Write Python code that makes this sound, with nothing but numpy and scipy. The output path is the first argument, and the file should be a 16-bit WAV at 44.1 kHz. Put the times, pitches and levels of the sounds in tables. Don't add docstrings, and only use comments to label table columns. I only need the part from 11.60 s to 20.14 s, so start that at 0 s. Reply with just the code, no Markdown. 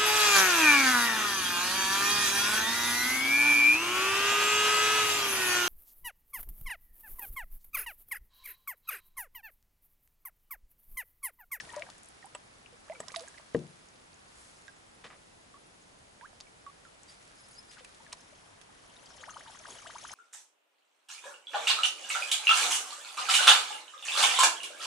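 import sys
import numpy as np
from scipy import signal
from scipy.fft import rfft, irfft, next_fast_len
from scipy.io import wavfile
from scipy.ndimage import uniform_filter1d

SR = 44100
rng = np.random.default_rng(int(sys.argv[2]) if len(sys.argv) > 2 else 0)


def gain_from_decibels(decibels):
    exponent = np.asarray(decibels, float) / 20
    return 10 ** exponent


def wrap_up_sound(samples):
    columns = np.atleast_2d(samples).T
    tamed = np.clip(columns, -1, 1)
    steps = np.round(tamed * 32767).astype(np.int16)
    wavfile.write(sys.argv[1], SR, steps)


N = 376613

# start_s, level_db
REEL_CRANK = [(6.5, -83), (6.58, -62), (6.7, -68), (7.1, -73), (7.3, -67.5), (7.6, -59), (7.9, -61),
              (8.2, -57.5), (8.4, -58), (8.54, -52.5)]
# mode_hz, width_hz, relative_level_db
REEL_MODES = [(3150, 430, 3.5), (3800, 140, -14), (4340, 180, -7.5), (5380, 390, -0.5), (6270, 210, -0.5),
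              (7130, 72, -8.5), (10100, 1200, -1)]
# start_s, rustle_db
MOVEMENT = [(0, -58.5), (.24, -63), (.4, -65), (1.1, -67.5), (1.45, -64.5), (1.57, -60.5), (1.8, -64.5),
            (2.5, -68), (2.8, -64), (3.2, -67.5), (4.3, -72), (5.4, -67.5), (5.64, -65), (6.4, -65),
            (7, -68), (7.6, -65.5), (8.37, -61.5), (8.54, -59)]


def unit(x):
    return x / np.sqrt(np.mean(x ** 2) + 1e-20)


def along(points, hz):
    f, v = np.transpose(points)
    return np.interp(np.log(hz + 1), np.log(f + 1), v)


def curves(rows):
    s, *cols = np.transpose(rows)
    return [np.interp(np.arange(N) / SR, s, c) for c in cols]


def filtered(x, response):
    m = next_fast_len(x.shape[-1] + 8192)
    spectrum = rfft(x, m) * response(np.fft.rfftfreq(m, 1 / SR))
    return irfft(spectrum, m)[..., :x.shape[-1]]


def hump(centre_hz, octaves):
    return lambda f: np.exp(-2 * (np.log2((f + 1) / centre_hz) / max(octaves, .1)) ** 2)


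def lean(pan_db):
    return np.array([[pan_db / 2], [-pan_db / 2]])


def add(out, s, sound, pan_db):
    part = out[:, max(round(s * SR), 0):][:, :len(sound)]
    part += gain_from_decibels(lean(pan_db)) * sound[:part.shape[1]]


def ringing(modes, spread_db, attack):
    t = np.arange(SR // 2) / SR
    ring = np.zeros(len(t))
    for hz, db, t60 in modes:
        strength, phase = rng.standard_normal(2)
        decay = gain_from_decibels(db + spread_db * strength - 60 * t / t60)
        ring -= decay * np.sin(2 * np.pi * hz * t + 0.5 * phase)
    ring *= 1 - np.exp(-t / attack)
    return ring / np.abs(ring).max()


def bubble(db, start_hz, end_hz, length, swell_db):
    u = np.arange(max(int(length * SR), 40)) / (length * SR)
    release = 0.094 + 0.0039 * max(swell_db, 0)
    shape = gain_from_decibels(swell_db * u) * np.clip(np.minimum(u * length / 0.0011, (1 - u) / release), 0, 1)
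    ripples = np.interp(u, np.linspace(0, 1, num=7), rng.standard_normal(7))
    shape *= gain_from_decibels(1.15 * ripples)
    pinch = 1 + .5 * np.exp(-u * length / 0.001)
    waver = 1 + 0.028 * np.interp(u, np.linspace(0, 1, num=6), rng.standard_normal(6))
    climb = u ** np.interp(swell_db, [4, 26], [2.2, 1.6])
    hz = pinch * waver * start_hz * (end_hz / start_hz) ** climb
    shape *= gain_from_decibels(.18 * max(swell_db, 0) * hump(1350, 1.5)(hz))
    return gain_from_decibels(db) * shape / shape.max() * np.sin(2 * np.pi * np.cumsum(hz) / SR)


def drops_and_gurgles(side):
    # start_s, peak_db, start_hz (before the pinch), end_hz, length_s
    clear = [(0, -33, 1790, 1690, 0.014), (0.091, -47.5, 1800, 1800, 0.029), (0.135, -41, 924, 1230, 0.028),
             (0.1652, -35, 554, 723, 0.06), (.173, -45, 980, 870, .03), (0.228, -47.5, 553, 585, 0.032),
             (.289, -44, 805, 700, 0.01), (0.626, -51.5, 1858, 1480, .019), (.643, -45, 765, 1117, .035),
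             (1.125, -55, 494, 470, 0.048), (1.273, -56, 1037, 2186, 0.022), (1.298, -35, 600, 930, 0.037),
             (1.32, -47, 2000, 2460, .015), (1.34, -53, 516, 384, 0.058), (1.35, -48.5, 2290, 2150, 0.032),
             (1.483, -47.5, 1035, 1380, 0.0284), (1.492, -50, 1450, 2700, 0.017),
             (1.541, -35, 938, 1695, 0.008), (1.564, -36, 687, 672, 0.063), (1.609, -49, 480, 800, 0.049),
             (1.35, -54, 1300, 1340, .03), (1.742, -53, 1690, 1410, .02), (1.677, -46.5, 1540, 1880, .012),
             (1.776, -49, 2142, 1560, 0.014), (3.08, -43.5, 1674, 1506, 0.021),
             (3.941, -49, 1066, 1350, 0.04), (4.611, -45, 880, 1880, 0.054), (4.73, -54, 700, 750, 0.023),
             (4.868, -55.5, 2240, 2150, .025), (5.064, -42, 1110, 1160, 0.042),
             (5.251, -48, 1300, 1400, 0.048), (6.169, -49, 1432, 1820, .014), (6.207, -53, 503, 520, 0.027),
             (6.247, -48, 2400, 2330, 0.015), (6.402, -53.5, 890, 1030, .027),
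             (6.4644, -49.5, 1660, 1600, 0.014), (7.495, -55, 813, 1700, .014),
             (7.504, -51, 1320, 1900, .016), (7.618, -40, 479, 2740, .026),
             (7.661, -41.5, 480, 1590, 0.034), (7.694, -40, 1357, 910, 0.02),
             (7.6955, -50, 432, 1800, 0.022), (7.753, -38, 602, 1700, 0.021),
             (7.7942, -45.5, 867, 2543, .02), (7.8487, -46.5, 640, 2060, 0.0204),
             (7.872, -48.5, 874, 930, 0.0446), (7.894, -52.5, 1000, 1975, 0.012),
             (7.947, -50, 970, 1800, 0.014), (8.0465, -38.5, 870, 2100, .013),
             (8.071, -43, 512, 1340, 0.019), (8.143, -54, 700, 1380, .017), (8.155, -56, 678, 720, .04),
             (8.192, -51, 1138, 2830, 0.013), (8.222, -47, 1100, 1500, .0087),
             (8.225, -43, 428, 2330, 0.049), (8.279, -42, 480, 2420, 0.032), (8.33, -40.5, 434, 1800, .04),
             (8.397, -53, 1200, 1680, .02), (8.431, -37, 524, 1950, 0.026), (8.48, -45.5, 1084, 2740, 0.02),
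             (8.52, -39, 560, 1960, .021)]
    # climb_octaves, swell_db
    swelling = [(.1, -20), (.6, -14.5), (1.0, 8), (1.3, 23.5), (2.4, 32)]
    out = np.zeros((2, N))
    splat_db, splat_t60_s = -6, 0.0041
    t = np.arange(400) / SR
    for s, db, start_hz, end_hz, length in clear:
        pan_db = side[max(int(s * SR), 0)]
        swell_db = np.interp(np.log2(end_hz / start_hz), *np.transpose(swelling))
        add(out, s, bubble(db, start_hz, end_hz, length, swell_db), pan_db)
        if swell_db < 0 or length > .05:
            impact = rng.standard_normal(len(t)) * gain_from_decibels(-60 * t / splat_t60_s)
            splat = filtered(impact, hump(2 * start_hz, 1.5))
            add(out, s, gain_from_decibels(db + splat_db) * splat / np.abs(splat).max(), pan_db)
    return out


def bubble_swarm(side):
    # start_s, level_db
    stirring = [(0, -54), (.33, -55), (.4, -83), (1.25, -79), (1.3, -53), (1.8, -59.5), (1.9, -76),
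                (6.2, -79.5), (6.5, -64), (7.2, -65.5), (7.6, -55.5), (8.54, -53)]
    out, level = np.zeros((2, N)), curves(stirring)[0]
    for _ in range(1200):
        i = int(rng.random() * N)
        pitch, loudness, rise, duration = rng.standard_normal(4)
        hz = 380 + 600 * np.exp(.7 * pitch)
        cycles = 8 * np.exp(.3 * duration)
        if level[i] > -75:
            end_hz = hz * np.exp(0.24 + 0.27 * rise)
            add(out, i / SR, bubble(level[i] + 3.1 * loudness, hz, end_hz, cycles / hz, -14), side[i])
    return out


def water():
    # start_s, left_over_right_db
    stirred_side = [(0, 8.5), (.7, -5), (1.2, -2.5), (5.4, -5.5), (6.1, 9), (8.54, 4)]
    side = curves(stirred_side)[0]
    return drops_and_gurgles(side) + bubble_swarm(side)


def hull_thumps():
    # start_s, level_db, contact_softness_hz, left_over_right_db
    blows = [(1.402, -43.5, 1500, 1), (1.947, -16.5, 910, 4.5), (3.447, -49.5, 600, 6)]
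    # mode_hz, relative_level_db, t60_s
    hull_modes = [(83.3, -8, 0.42), (104.8, -14, 0.36), (136.5, -5.5, 0.46), (156.3, 0, 0.39),
                  (181, -5.5, 0.42), (194, 0.5, 0.19), (223.7, -4.5, 0.32), (252, -2, 0.16),
                  (274, -0.5, 0.17), (302, -4.5, 0.19), (354, -3, 0.24), (368.4, -3, 0.2),
                  (415, 3.5, 0.094), (459.4, 7.5, 0.099), (480, -2.5, 0.104), (553, -13, 0.12),
                  (599, -5, 0.058), (700, -9.5, 0.106), (788, -8, 0.091), (960, -13, 0.071),
                  (1026, -15, 0.075), (1176, 1.5, 0.0347)]
    out, t = np.zeros((2, N)), np.arange(SR // 2) / SR
    for s, db, soft_hz, pan_db in blows:
        upper = unit(filtered(rng.standard_normal(len(t)), hump(1160, 1.9)))
        slap = 0.32 * upper * gain_from_decibels(-60 * t / 0.025)
        shaken = unit(filtered(rng.standard_normal(len(t)), hump(360, 1.43)))
        slosh = 0.056 * shaken * gain_from_decibels(-60 * t / 0.39) * np.minimum(1, t / 0.011)
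        spreading = 0.63 + .5 * np.exp(-t / 0.017)
        boom = spreading * ringing(hull_modes, 1.7, attack=0.0016)
        contact = lambda f: 1 / (1 + 1j * f / soft_hz) * (1j * f / (75 + 1j * f)) ** 2
        add(out, s, gain_from_decibels(db) * filtered(boom + slap + slosh, contact), pan_db)
    return out


def rod_taps():
    # start_s, level_db, share_of_free_ring_time, lowest_mode_lift_db, left_over_right_db
    taps = [(0.7496, -32, 1.3, 1, -0.5), (1.4029, -27, 0.34, 14.5, 0.5)]
    # mode_hz, relative_level_db, free_t60_s
    rod_modes = [(600, -5, 0.043), (980, -7, 0.058), (1214, -2.5, 0.042), (1800, -6, 0.019),
                 (2700, 0.5, 0.0176), (3310, -3, 0.023), (7850, 2.5, 0.039), (8400, -18, 0.044)]
    out, t = np.zeros((2, N)), np.arange(SR // 2) / SR
    for s, db, free, low_db, pan_db in taps:
        body = unit(filtered(rng.standard_normal(len(t)), hump(1000, 2.2)))
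        clack = .35 * body * gain_from_decibels(-60 * t / (0.028 * free))
        crack = 0.29 * rng.standard_normal(len(t)) * gain_from_decibels(-60 * t / 0.019)
        modes = [(hz, level + low_db * (hz == rod_modes[0][0]), t60 * free) for hz, level, t60 in rod_modes]
        add(out, s, gain_from_decibels(db) * (ringing(modes, 2, attack=.0003) + clack + crack), pan_db)
    return out


def ticks():
    # start_s, peak_db, centre_hz, breadth_octaves, left_over_right_db
    snaps = [(.0074, -34.5, 5800, 0.39, 5), (.016, -39, 4400, 0.73, 3.5), (.052, -39.5, 2350, 1.7, -5),
             (.0952, -40, 6850, 0.92, 3), (.103, -41.5, 3150, 0.42, 4), (.126, -32, 8940, 1, 3),
             (.1626, -30, 5850, 1, 5), (.195, -39, 4260, 1.8, 20), (0.222, -25.5, 2440, 0.94, 5),
             (0.3009, -32.5, 3830, 2.02, 7.5), (.381, -33.5, 9790, 1.44, .6), (.433, -35, 9300, 1.1, 1.2),
             (.446, -42, 6690, .9, 1.5), (.4584, -37, 9170, 1.1, 4), (0.4867, -37, 9400, 0.39, 3),
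             (0.657, -34, 10100, 0.6, 1.2), (1.061, -46.5, 2700, 0.31, 13), (1.336, -43, 8150, 0.46, -4),
             (1.399, -41, 6000, .6, 0), (1.483, -25.5, 4800, 1.1, -7), (1.5193, -36, 4460, 1.1, -8.5),
             (1.5244, -33, 8560, 1, -8.5), (1.544, -37, 2220, 0.39, -5), (1.5494, -34, 4200, 1.1, -8.5),
             (1.561, -18.5, 3300, 1.3, -5), (1.567, -24, 10400, 0.71, -7.5), (1.595, -31, 4600, 0.91, -8),
             (1.607, -28, 6000, 1.9, -5), (1.6234, -37.5, 8260, 0.77, -5), (1.683, -34.5, 7260, 0.42, -3),
             (1.782, -41, 2093, 1.7, -13), (1.942, -34, 1500, 3.9, -2), (1.9648, -35, 2000, 4.5, -3),
             (1.991, -40, 4410, 1.3, -.6), (2.2866, -44, 6560, .7, -6), (2.359, -47, 3980, .96, -3),
             (2.5306, -46, 4580, 0.82, -6), (2.5426, -45.5, 6900, 0.325, -6),
             (3.0803, -39.5, 2380, 1.9, -10), (4.6113, -40, 1280, 1.5, -6), (4.8028, -30, 3260, 2.4, -1.5),
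             (4.8086, -31, 5030, 0.71, .6), (5.0648, -50, 2040, 1.1, -4), (5.4329, -39.5, 7250, 0.59, 6),
             (6.247, -29.5, 3200, 3, -7), (6.3466, -39.5, 4540, 1.5, 1.2), (6.522, -41, 2780, 0.63, -4),
             (6.527, -20.5, 6400, 3, -1.5), (6.5297, -22.5, 4470, 1.34, 0),
             (7.014, -38.5, 2280, 3.3, -16.5), (8.079, -42, 7970, 1.2, 12.5)]
    out, t = np.zeros((2, N)), np.arange(-300, 1400) / SR
    for s, db, hz, octaves, pan_db in snaps:
        t60 = max(0.0039 + 0.0085 * octaves, .002)
        envelope = gain_from_decibels(-60 * np.abs(t) / np.where(t < 0, .0055, t60))
        edge = 11 * (t == 0)
        burst = filtered(rng.standard_normal(len(t)) * envelope + edge, hump(hz, octaves))
        add(out, s + t[0] + .0005, gain_from_decibels(db) * burst / np.abs(burst).max(), pan_db)
    return out


def rattle(level, modes, rate, spread_db, pan_db):
    sound = np.zeros(N)
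    for hz, width, db in modes:
        touches = (rng.random(N) < rate / SR) * gain_from_decibels(spread_db * rng.standard_normal(N))
        buzz = uniform_filter1d(touches, size=500) * rng.standard_normal(N)
        resonance = lambda f: 1j * f * width / (hz * hz - f * f + 1j * f * width)
        sound += gain_from_decibels(db) * unit(filtered(buzz, resonance))
    return gain_from_decibels(curves(level)[0] + lean(pan_db)) * unit(sound)


def reel():
    return rattle(REEL_CRANK, REEL_MODES, rate=120, spread_db=3, pan_db=5.5)


def jingling_tackle():
    # start_s, level_db
    shaking = [(5.44, -75), (5.49, -74.5), (5.54, -66), (5.72, -82), (5.78, -61.5), (5.86, -68),
               (5.92, -63), (6.11, -75), (6.15, -85)]
    # mode_hz, width_hz, relative_level_db
    tackle_modes = [(4800, 87, -12.5), (5185, 160, -10), (6640, 270, -7.5), (7690, 110, -12),
                    (9840, 380, -7.5)]
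    return rattle(shaking, tackle_modes, rate=55, spread_db=1, pan_db=-1.0)


def clinks():
    # start_s, level_db, pitch_hz
    loudest = [(5.884, -52, 9840), (7.3647, -48, 3700), (7.4589, -49, 4770), (7.7056, -43, 6300),
               (7.743, -49, 3070), (7.7947, -50, 6640), (7.9059, -50.5, 7150), (7.9902, -47, 6120),
               (8.105, -44, 6620), (8.1848, -45, 2974), (8.3836, -42.5, 6270), (8.4382, -47, 6420),
               (8.4786, -45, 10100), (8.516, -39, 6300)]
    out, crank_db, t = np.zeros((2, N)), curves(REEL_CRANK)[0], np.arange(SR // 2) / SR
    t60_s, mean_gap_s, over_reel_db, pitch_scatter = 0.018, .017, 8.5, 0.165
    small, s = [], REEL_CRANK[3][0]
    for gap, softness, which, detune in rng.random((140, 4)):
        s += mean_gap_s * (.2 + 1.6 * gap)
        if s * SR < N:
            hz = REEL_MODES[int(which * len(REEL_MODES))][0] * (1 + pitch_scatter * (detune - .5))
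            small.append((s, crank_db[int(s * SR)] + over_reel_db - 9 * softness, hz))
    for s, db, hz in list(loudest) + small:
        ring = ringing([(hz, 0, t60_s), (1.03 * hz, -5, t60_s)], 2, attack=.003)
        click = filtered(rng.standard_normal(len(t)) * gain_from_decibels(-60 * t / .012), hump(hz, 1.35))
        add(out, s, gain_from_decibels(db) * (ring + .9 * click / np.abs(click).max()), 3)
    return out


def squeaks():
    # start_s, level_db, start_hz
    chirps = [(5.476, -57, 4650), (5.49, -60, 5080), (5.78, -65.5, 5100), (5.83, -61.5, 5050),
              (6.026, -64, 5208), (5.949, -59.5, 4660), (5.973, -52.5, 5020), (6.085, -62, 4940),
              (6.58, -59, 5200)]
    length_s, rise_ratio = 0.0385, 1.03
    out, u = np.zeros((2, N)), np.arange(int(length_s * SR)) / (length_s * SR)
    for s, db, hz in chirps:
        waver = gain_from_decibels(4 * np.interp(u, np.linspace(0, 1, num=9), rng.standard_normal(9)))
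        turn = 2 * np.pi * np.cumsum(hz * rise_ratio ** u) / SR
        tone = np.sin(turn) + 0.25 * np.sin(2 * turn)
        add(out, s, gain_from_decibels(db) * waver * np.sin(np.pi * u) ** 0.74 * tone, 3)
    return out


def scuffs_and_rumbles():
    # start_s, level_db (rms before the envelope), length_s, centre_hz, breadth_octaves
    bursts = [(0, -41, 0.0094, 1800, 1.8), (0, -60.5, 0.46, 110, 3.7), (.135, -52, 0.088, 1270, 1.8),
              (1.4027, -43, 0.0056, 600, 1.04), (1.534, -61, 0.16, 3000, 1.6), (2.74, -61, 0.36, 8000, 1.5),
              (2.743, -64, .1, 50, 1.2), (3.438, -48, 0.051, 1090, 2.6), (3.497, -53.5, 0.075, 1150, 1.8),
              (4.802, -56, 0.0183, 900, 1.1), (5.477, -58.5, 0.093, 4040, 2.4),
              (6.108, -54.5, .064, 4000, 2.6), (6.179, -52.5, 0.036, 1800, 2.2),
              (6.525, -49, 0.021, 900, 1.9), (8.081, -51.5, 0.124, 4050, 6.1),
              (8.089, -56.5, 0.094, 400, 1.2)]
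    out = np.zeros((2, N))
    for s, db, length, hz, octaves in bursts:
        u = np.arange(int(length * SR)) / (length * SR)
        grains_db = 3 * rng.standard_normal(len(u) // 64 + 1).repeat(64)[:len(u)]
        grit = rng.standard_normal(len(u)) * gain_from_decibels(grains_db)
        envelope = np.minimum(1, 10.0 * u) * (1 - u ** 1.78)
        add(out, s, gain_from_decibels(db) * envelope * unit(filtered(grit, hump(hz, octaves))), 1.2)
    return out


def spray():
    busy = gain_from_decibels(curves(MOVEMENT)[0] + 65.0)
    hits = (rng.random((2, N)) < 90 * busy / SR) * gain_from_decibels(3.7 * rng.standard_normal((2, N)))
    mixed = np.array([hits[0] + 0.5 * hits[1], hits[1] + 0.2 * hits[0]])
    return gain_from_decibels(-41.5) * busy * filtered(mixed, hump(5140, 3.87))


def diffuse(response):
    # band_hz, left_right_correlation
    likeness = [(60, 0.867), (140, 0.842), (350, -0.14), (840, -0.3), (2030, -0.357), (4880, 0.062),
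                (11800, 0.66)]
    angle = lambda hz: np.arccos(np.clip(along(likeness, hz), -1, 1)) / 2
    balance = lambda hz: response(hz) * np.array([np.cos(angle(hz)), np.sin(angle(hz))])
    mid, side = filtered(rng.standard_normal((2, N)), balance)
    return unit(np.array([mid + side, mid - side]))


def clothing():
    # centre_hz, breadth_octaves, level_over_movement_db, heard_above_db
    bands = [(1400, 1.47, 2, -71.5), (4200, 1.16, 1, -66.5), (9140, 0.92, 0, -66)]
    out, moving_db = np.zeros((2, N)), curves(MOVEMENT)[0]
    for hz, octaves, db, quiet_db in bands:
        excess = np.clip(gain_from_decibels(moving_db + db) ** 2 - gain_from_decibels(quiet_db) ** 2, 0, None)
        out += np.sqrt(excess) * diffuse(hump(hz, octaves))
    return out


def woods():
    # band_hz, relative_density_db (per Hz)
    spectrum = [(15, -49), (25, -6), (132, -5), (167, -5.5), (617, -5.5), (667, -5), (819, -6), (931, -7.5),
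                (10600, -21), (11500, -23), (15000, -68), (22000, -120)]
    return gain_from_decibels(-58) * diffuse(lambda hz: gain_from_decibels(along(spectrum, hz)))


def banks(x):
    t = np.arange(SR // 8) / SR
    tail = rng.standard_normal((2, len(t))) * gain_from_decibels(-60 * t / 0.052)
    wet = signal.fftconvolve(x, tail / np.linalg.norm(tail[0]), axes=1)[:, :N]
    return filtered(wet, lambda f: 1j * f / (700 + 1j * f))


def scene():
    events = water() + hull_thumps() + rod_taps() + ticks() + clinks() + squeaks() + scuffs_and_rumbles()
    metal = reel() + jingling_tackle()
    return events + gain_from_decibels(-5.5) * banks(events) + metal + spray() + clothing() + woods()


def roll_off(x):
    return signal.sosfilt(signal.butter(12, 12370, fs=SR, output="sos"), x)


def record(dry):
    top_hz = 11080
    passed = lambda hz: 1 / (1 + (hz / top_hz) ** 200)
    remainder = lambda hz: 0.0456 * (hz > top_hz) * gain_from_decibels(-(hz - top_hz) / 250)
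    mix = filtered(dry, lambda hz: passed(hz) + remainder(hz))
    return roll_off(mix)


dry = scene()
out = record(dry)
wrap_up_sound(out)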